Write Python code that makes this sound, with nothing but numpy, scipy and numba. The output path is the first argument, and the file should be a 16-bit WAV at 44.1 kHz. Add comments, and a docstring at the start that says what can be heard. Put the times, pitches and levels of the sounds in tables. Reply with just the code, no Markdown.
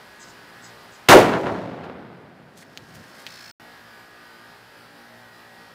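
"""A camcorder's drive whirrs over faint courtyard hiss, and a small bird chips four times.
A pressurised bottle bursts on a table: the plastic squeals and tears, a crack swells into a roar,
and the blast rolls round the house fronts. The camcorder overloads and ducks its gain.
It slowly recovers while it is swung about, with scuffs, knocks and a buzz under the gripping hand.
The hiss settles; the sound cuts out for a moment, then the whirr returns without the buzz."""
import sys
import numpy as np
from scipy import signal
from scipy.fft import rfft, irfft
from scipy.io import wavfile
from scipy.ndimage import minimum_filter1d
from numba import njit

SR = 44100
rng = np.random.default_rng(int(sys.argv[2]) if len(sys.argv) > 2 else 0)


def inscribe(sig):
    """Save sig as 16-bit PCM at rate SR to the path in sys.argv[1].

    A 1-D sig is mono; a 2-D sig holds one channel per row.
    Samples are clipped to [-1, 1] before scaling.
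    """
    pcm = np.round(np.clip(np.atleast_2d(sig).T, -1, 1) * 32767)
    wavfile.write(sys.argv[1], SR, pcm.astype(np.int16))


N = 253134
T = np.arange(N) / SR
LOG_F = np.log(np.maximum(np.fft.rfftfreq(N, 1 / SR), 1))
BURST_S = 1.0875
GAP_START_S, GAP_END_S = 3.513, 3.598
DRIVE_HZ = 57.76  # turns per second


def undb(db):
    """Decibels to gain."""
    return 10 ** (np.asarray(db) / 20)


def unit(x):
    """Scale to rms 1."""
    return x / np.std(x)


def noise():
    """White noise."""
    return rng.standard_normal(N)


def wander(rate_hz):
    """Random drift with a spread near 1."""
    knots = rng.standard_normal(int(T[-1] * rate_hz) + 2)
    return np.interp(T * rate_hz, np.arange(len(knots)), knots)


def ease(centre_s, width_s):
    """Smooth step from 0 to 1 round a moment."""
    return .5 + .5 * np.tanh((T - centre_s) / width_s)


def bump(centre_s, half_length_s):
    """Bell-shaped swell round a moment."""
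    return np.exp(-((T - centre_s) / half_length_s) ** 2)


def fall(start_s, t60_s, hold_s=0):
    """Envelope that jumps up, holds, and dies away."""
    return (T >= start_s) * np.exp(-np.log(1000) * np.clip((T - start_s - hold_s) / t60_s, 0, 10))


def lowpass(x, hz):
    """One-pole low-pass."""
    pole = np.exp(-2 * np.pi * hz / SR)
    return signal.lfilter([1 - pole], [1, -pole], x + 1e-18)


def colour(x, points):
    """Minimum-phase EQ through (freq_hz, level_db) points."""
    hz, db = np.transpose(points)[:2]
    cepstrum = irfft(np.log(undb(np.interp(LOG_F, np.log(hz), db))), N)
    cepstrum[1:N // 2] *= 2
    cepstrum[N // 2 + 1:] = 0
    return irfft(rfft(x) * np.exp(rfft(cepstrum)), N)


@njit
def resonance(x, hz, q):
    """State-variable band-pass with a moving centre."""
    y = np.empty(len(x))
    band_state, low_state = 0., 0.
    for i in range(len(x)):
        g = np.tan(np.pi * hz[i] / SR)
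        band = (band_state + g * (x[i] - low_state)) / (1 + g * (g + 1 / q))
        band_state = 2 * band - band_state
        low_state += 2 * g * band
        y[i] = band / q
    return y


def air(level_db=-50, lull_db=-3.5, lull_s=2.95):
    """Faint hiss of leaves and the distant town, which settles into a lull."""
    # tone of the outdoor bed: freq_hz, level_db
    hiss_eq = [(18, -40.5), (30, -10), (55, -8.5), (237, -2.5), (307, -6), (691, -4.5), (1510, -4),
               (2180, -9.5), (4910, -15), (6050, -21), (15500, -31.5)]
    db = level_db + lull_db * ease(lull_s, .13) + .5 * wander(4)
    return undb(db) * unit(colour(noise(), hiss_eq))


def drive_rasp(repeat, run_in=20):
    """Rasp that comes round again on each turn of the drive, slowly changing."""
    turn_samples = int(SR / DRIVE_HZ)
    turns = rng.standard_normal((run_in + N // turn_samples + 2, turn_samples))
    rasp = signal.lfilter([1], [1, -repeat], turns, axis=0)
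    return rasp[run_in:].ravel()[:N]


def drive_tones(partials, waver_db=3):
    """The drive's steady pitches waver in strength and drift a little in phase."""
    out = np.zeros(N)
    for hz, db in partials:
        phase = hz * T + rng.random() + .11 * wander(12)
        out += np.sqrt(2) * undb(db + waver_db * wander(4.5)) * np.sin(2 * np.pi * phase)
    return out


def drive_whirr(level_db=-49.5, damp_s=2.97, damp_hz=680, damp_share=.45):
    """The drive rasps and hums; for a while the hand on the body damps its low end."""
    # tone of the rasp: freq_hz, level_db
    rasp_eq = [(60, -13.5), (120, 0.5), (235, -4), (330, -0.5), (850, -1.5), (1100, -4), (1400, -1),
               (1650, 1.5), (2200, -7.5), (3700, -12.5), (4900, -10), (6200, -23), (11700, -22),
               (15000, -24.5)]
    # drive hum, most of it on multiples of the turn rate: pitch_hz, level_db
    partials = [(173.3, -17), (236.9, -14), (750.9, -17), (808.6, -17), (924.2, -16), (1213, -17),
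                (1501.8, -13), (1617.3, -14), (1675, -10), (1906.1, -12), (3119, -23), (4909.6, -24),
                (14729, -36)]
    rasp = unit(colour(drive_rasp(repeat=.8), rasp_eq))
    whirr = rasp + undb(-.5 + 1.5 * wander(9)) * drive_tones(partials)
    damping = damp_share * ease(damp_s, .05) * (T < GAP_START_S)
    return undb(level_db + wander(10)) * (whirr - damping * lowpass(whirr, damp_hz))


def bird(length_s=.026, top_hz=7500, end_hz=3200, warble_hz=114.7):
    """Quick raspy chips warble round a high note and hook down, smeared by leaves and walls."""
    # the bird's calls: start_s, peak_db
    chips = [(0.184, -36.5), (.255, -42.5), (0.613, -38), (.903, -43.5)]
    age = T[T < length_s]
    hook_hz = top_hz + (end_hz - top_hz) * (age / length_s) ** 2.1
    warble = 1 - .1 * np.cos(2 * np.pi * warble_hz * age)
    out = np.zeros(N)
    for start_s, db in chips:
        hz = hook_hz * warble * (1 + .06 * wander(900)[:len(age)])
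        chip = np.sin(2 * np.pi * np.cumsum(hz) / SR) * signal.windows.tukey(len(age), .15)
        smear = noise() * fall(start_s, t60_s=.2, hold_s=.032) * ease(start_s + .01, .01)
        call = signal.fftconvolve(smear, chip)[:N]
        out += undb(db) * call / np.abs(call).max()
    return out


def tear(length_s=.0032, start_hz=3400, end_hz=2300, peak_db=-12):
    """The splitting plastic squeals downwards just ahead of the blast."""
    progress = np.clip((T - BURST_S) / length_s + 1, 0, 1)
    phase = np.cumsum(start_hz + (end_hz - start_hz) * progress) / SR
    return undb(peak_db) * progress * (T < BURST_S) * np.sin(2 * np.pi * phase)


def shock(length_s=.00056, peak_db=6):
    """N-shaped pressure wave of the released gas."""
    progress = (T - BURST_S) / length_s
    return undb(peak_db) * (1 - 2 * progress) * ((progress >= 0) & (progress < 1))


def reflections(bands, hold_s, spread_db):
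    """Countless reflections of uneven strength; each band dies at its own rate."""
    grains = noise() * undb(spread_db * noise())
    spectrum = rfft(unit(colour(grains, bands)))
    hz, _, t60s = np.transpose(bands)
    masks = (np.interp(LOG_F, np.log(hz), row) for row in np.eye(len(hz)))
    return sum(irfft(spectrum * mask, N) * fall(BURST_S, t60, hold_s) for mask, t60 in zip(masks, t60s))


def roar(level_db=11.5, start_hz=1080, end_hz=428, q=.97, attack_s=.038, hold_s=.038):
    """A roar swells and sinks in pitch just after the crack, then collapses to a weaker tail."""
    hz = start_hz + (end_hz - start_hz) * ease(BURST_S + .044, .012)
    band = resonance(resonance(noise(), hz, q), hz, q)
    rise = np.clip((T - BURST_S) / attack_s, 0, 1)
    swell = undb(-16 * (1 - rise ** 2))
    collapse = fall(BURST_S, t60_s=.2, hold_s=attack_s + hold_s)
    tail = undb(-10.5) * fall(BURST_S, t60_s=.6, hold_s=attack_s + hold_s)
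    return undb(level_db) * unit(band / np.sqrt(hz)) * swell * np.maximum(collapse, tail)


def bottle_blast():
    """The shock and its close reflections make the crack; the roar gives it body."""
    # scatter off table, ground and near walls: freq_hz, level_db, t60_s
    near_bands = [(40, -20.5, 0.77), (100, -4.5, 1.), (250, 2.5, 1), (600, 4, 0.92), (1200, -1.5, 0.62),
                  (2300, -6, 0.54), (5070, -14, 0.37), (10400, -21.5, 0.34), (16000, -26.5, .34)]
    crack = shock() + undb(7.5) * reflections(near_bands, hold_s=.034, spread_db=5.5)
    return crack + roar()


def yard_reverb():
    """A diffuse ring builds up as the bang crosses the yard again and again."""
    # long tail between the buildings: freq_hz, level_db, t60_s
    yard_bands = [(35, -29.5, 1.47), (81.2, -7.5, 2.62), (170, 3, 2.67), (416, -1.5, 2.51),
                  (695, -2.5, 2.49), (1100, -11, 2.64), (1500, -16, 3.4), (2930, -26, 3.01),
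                  (5900, -28, 1.3), (15000, -43.5, 1.2)]
    build_up = (1 - fall(BURST_S, 1.11)) ** 2
    return undb(-7) * reflections(yard_bands, hold_s=.071, spread_db=6.5) * build_up


def house_echoes(blast):
    """Far house fronts throw back the head of the blast, duller."""
    # slaps off the fronts: delay_s, level_db, lowpass_hz
    slaps = [(.2, -17.5, 1500), (.242, -13, 1400), (.345, -24.5, 1300), (.373, -13.5, 1000),
             (0.456, -22.5, 950), (.5, -38, 1300), (.745, -32, 1800), (.805, -32.5, 800)]
    head = blast * fall(BURST_S, t60_s=.2, hold_s=.0096)
    out = np.zeros(N)
    for delay_s, db, hz in slaps:
        delayed = np.interp(T - delay_s, T, head)
        out += undb(db) * lowpass(lowpass(delayed, hz), 3 * hz)
    return out


def cloth_scuffs():
    """Cloth and hand brush the camcorder, catching and slipping so the rub is never even."""
    # strokes: centre_s, half_length_s, level_db, centre_hz, q
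    strokes = [(1.85, 0.011, -53, 4500, 1), (2.595, 0.027, -43, 4700, 0.91),
               (2.629, 0.0097, -41, 1900, 3.1), (2.9, 0.42, -55.5, 2500, 0.65),
               (2.953, .01, -51, 6000, 0.46), (3.042, 0.0054, -45, 1900, 4), (3.21, 0.04, -57, 4500, .5)]
    fibres = noise() * undb(6 * noise() + 2.6 * wander(67))
    out = np.zeros(N)
    for centre_s, half_length_s, db, hz, q in strokes:
        rub = unit(resonance(fibres, np.full(N, float(hz)), float(q)))
        out += undb(db) * bump(centre_s, half_length_s) * rub
    return out


def grip_buzz(attack_s=.034):
    """A bright, whining buzz, pulsing once a turn of the drive, gets through while the body is gripped."""
    # tone of the buzz: freq_hz, level_db
    buzz_eq = [(500, -16), (2000, -4), (3100, -11.5), (3600, -9), (4330, -1.5), (4750, -6), (5250, -0.5),
               (5900, -9), (9500, -19.5), (11700, -21), (13500, -21), (15000, -19)]
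    # whines riding on its rasp: pitch_hz, level_db
    whines = [(4332, -13), (5256.2, -13)]
    # the hand closes, then tightens, each time adding buzz: start_s, level_db
    grips = [(2.58, -58), (3.266, -50.5)]
    buzz = unit(colour(drive_rasp(repeat=.46), buzz_eq)) + drive_tones(whines)
    pulse = 1 + .55 * np.cos(2 * np.pi * DRIVE_HZ * T)
    grip = sum(undb(db) * np.clip((T - start_s) / attack_s, 0, 1) for start_s, db in grips)
    return grip * pulse * buzz * (T < GAP_START_S)


def case_knocks(rattle_db=-19):
    """Each knock on the camcorder's case is a sharp snap with a short rattle."""
    # hits on the body: start_s, peak_db, t60_s
    knocks = [(2.7745, -11, 0.0032), (2.7785, -22.5, 0.023), (2.9555, -30.5, 0.0033), (3.2662, -18, 0.021),
              (3.272, -29, 0.074)]
    # tone of the case: freq_hz, level_db
    case_eq = [(300, -23), (1200, -8.5), (2200, 1.5), (3100, 2), (4300, 0), (5400, -9.5), (6600, -7.5),
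               (10000, -24), (16000, -20)]
    out = np.zeros(N)
    for start_s, db, t60_s in knocks:
        snap = signal.unit_impulse(N, int(start_s * SR))
        rattle = undb(rattle_db) * noise() * fall(start_s, t60_s)
        click = colour(snap + rattle, case_eq)
        out += undb(db) * click / np.abs(click).max()
    return out


def hand_thuds(spread_db=3, flutter_hz=65):
    """The hand shifts on the body with soft, uneven thuds."""
    # moves of the hand: centre_s, half_length_s, level_db
    shifts = [(2.82, 0.032, -43.5), (2.973, 0.065, -43)]
    thud_eq = [(30, -20), (110, 6), (300, -4), (700, -15), (3000, -44)]  # freq_hz, level_db
    shifting = sum(undb(db) * bump(centre_s, half_length_s) for centre_s, half_length_s, db in shifts)
    pressure = shifting * undb(spread_db * wander(flutter_hz))
    return pressure * unit(colour(noise(), thud_eq))


def scene():
    """Everything that reaches the microphone, in mono."""
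    blast = bottle_blast()
    bang = tear() + blast + yard_reverb() + house_echoes(blast)
    background = bird() + drive_whirr() + air()
    handling = cloth_scuffs() + grip_buzz() + case_knocks() + hand_thuds()
    return (background + bang + handling)[None]


def gain_control(x, threshold_db=-20, depth_db=13, hold_s=.97, release_db_per_s=17, smooth_hz=150):
    """Loud sound pulls the gain down at once; it is held, then creeps back at a steady rate."""
    level_db = 10 * np.log10(lowpass(x ** 2, 22) + 1e-12)
    cut_db = np.clip(level_db - threshold_db, 0, depth_db)
    half_hold = int(hold_s * SR / 2)
    held_db = -minimum_filter1d(-cut_db, 2 * half_hold + 1, origin=half_hold, mode="constant")
    ramp_db = release_db_per_s * T
    released_db = np.maximum.accumulate(held_db + ramp_db) - ramp_db
    return x * undb(-lowpass(released_db, smooth_hz))


def record(dry, low_cut_hz=30, high_cut_hz=15550):
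    """The camcorder trims deep bass and top, ducks and clips the blast. Separately, all sound drops out for a
    moment near 3.5 s."""
    low_cut = signal.butter(2, low_cut_hz, "high", fs=SR, output="sos")
    high_cut = signal.ellip(10, .2, 70, high_cut_hz, fs=SR, output="sos")
    ducked = gain_control(signal.sosfilt(low_cut, dry[0]))
    clipped = .97 * ducked / (1 + ducked ** 4) ** (1 / 4)
    audible = (T < GAP_START_S) | (T > GAP_END_S)
    return signal.sosfilt(high_cut, clipped * audible)[None]


dry = scene()
out = record(dry)
inscribe(out)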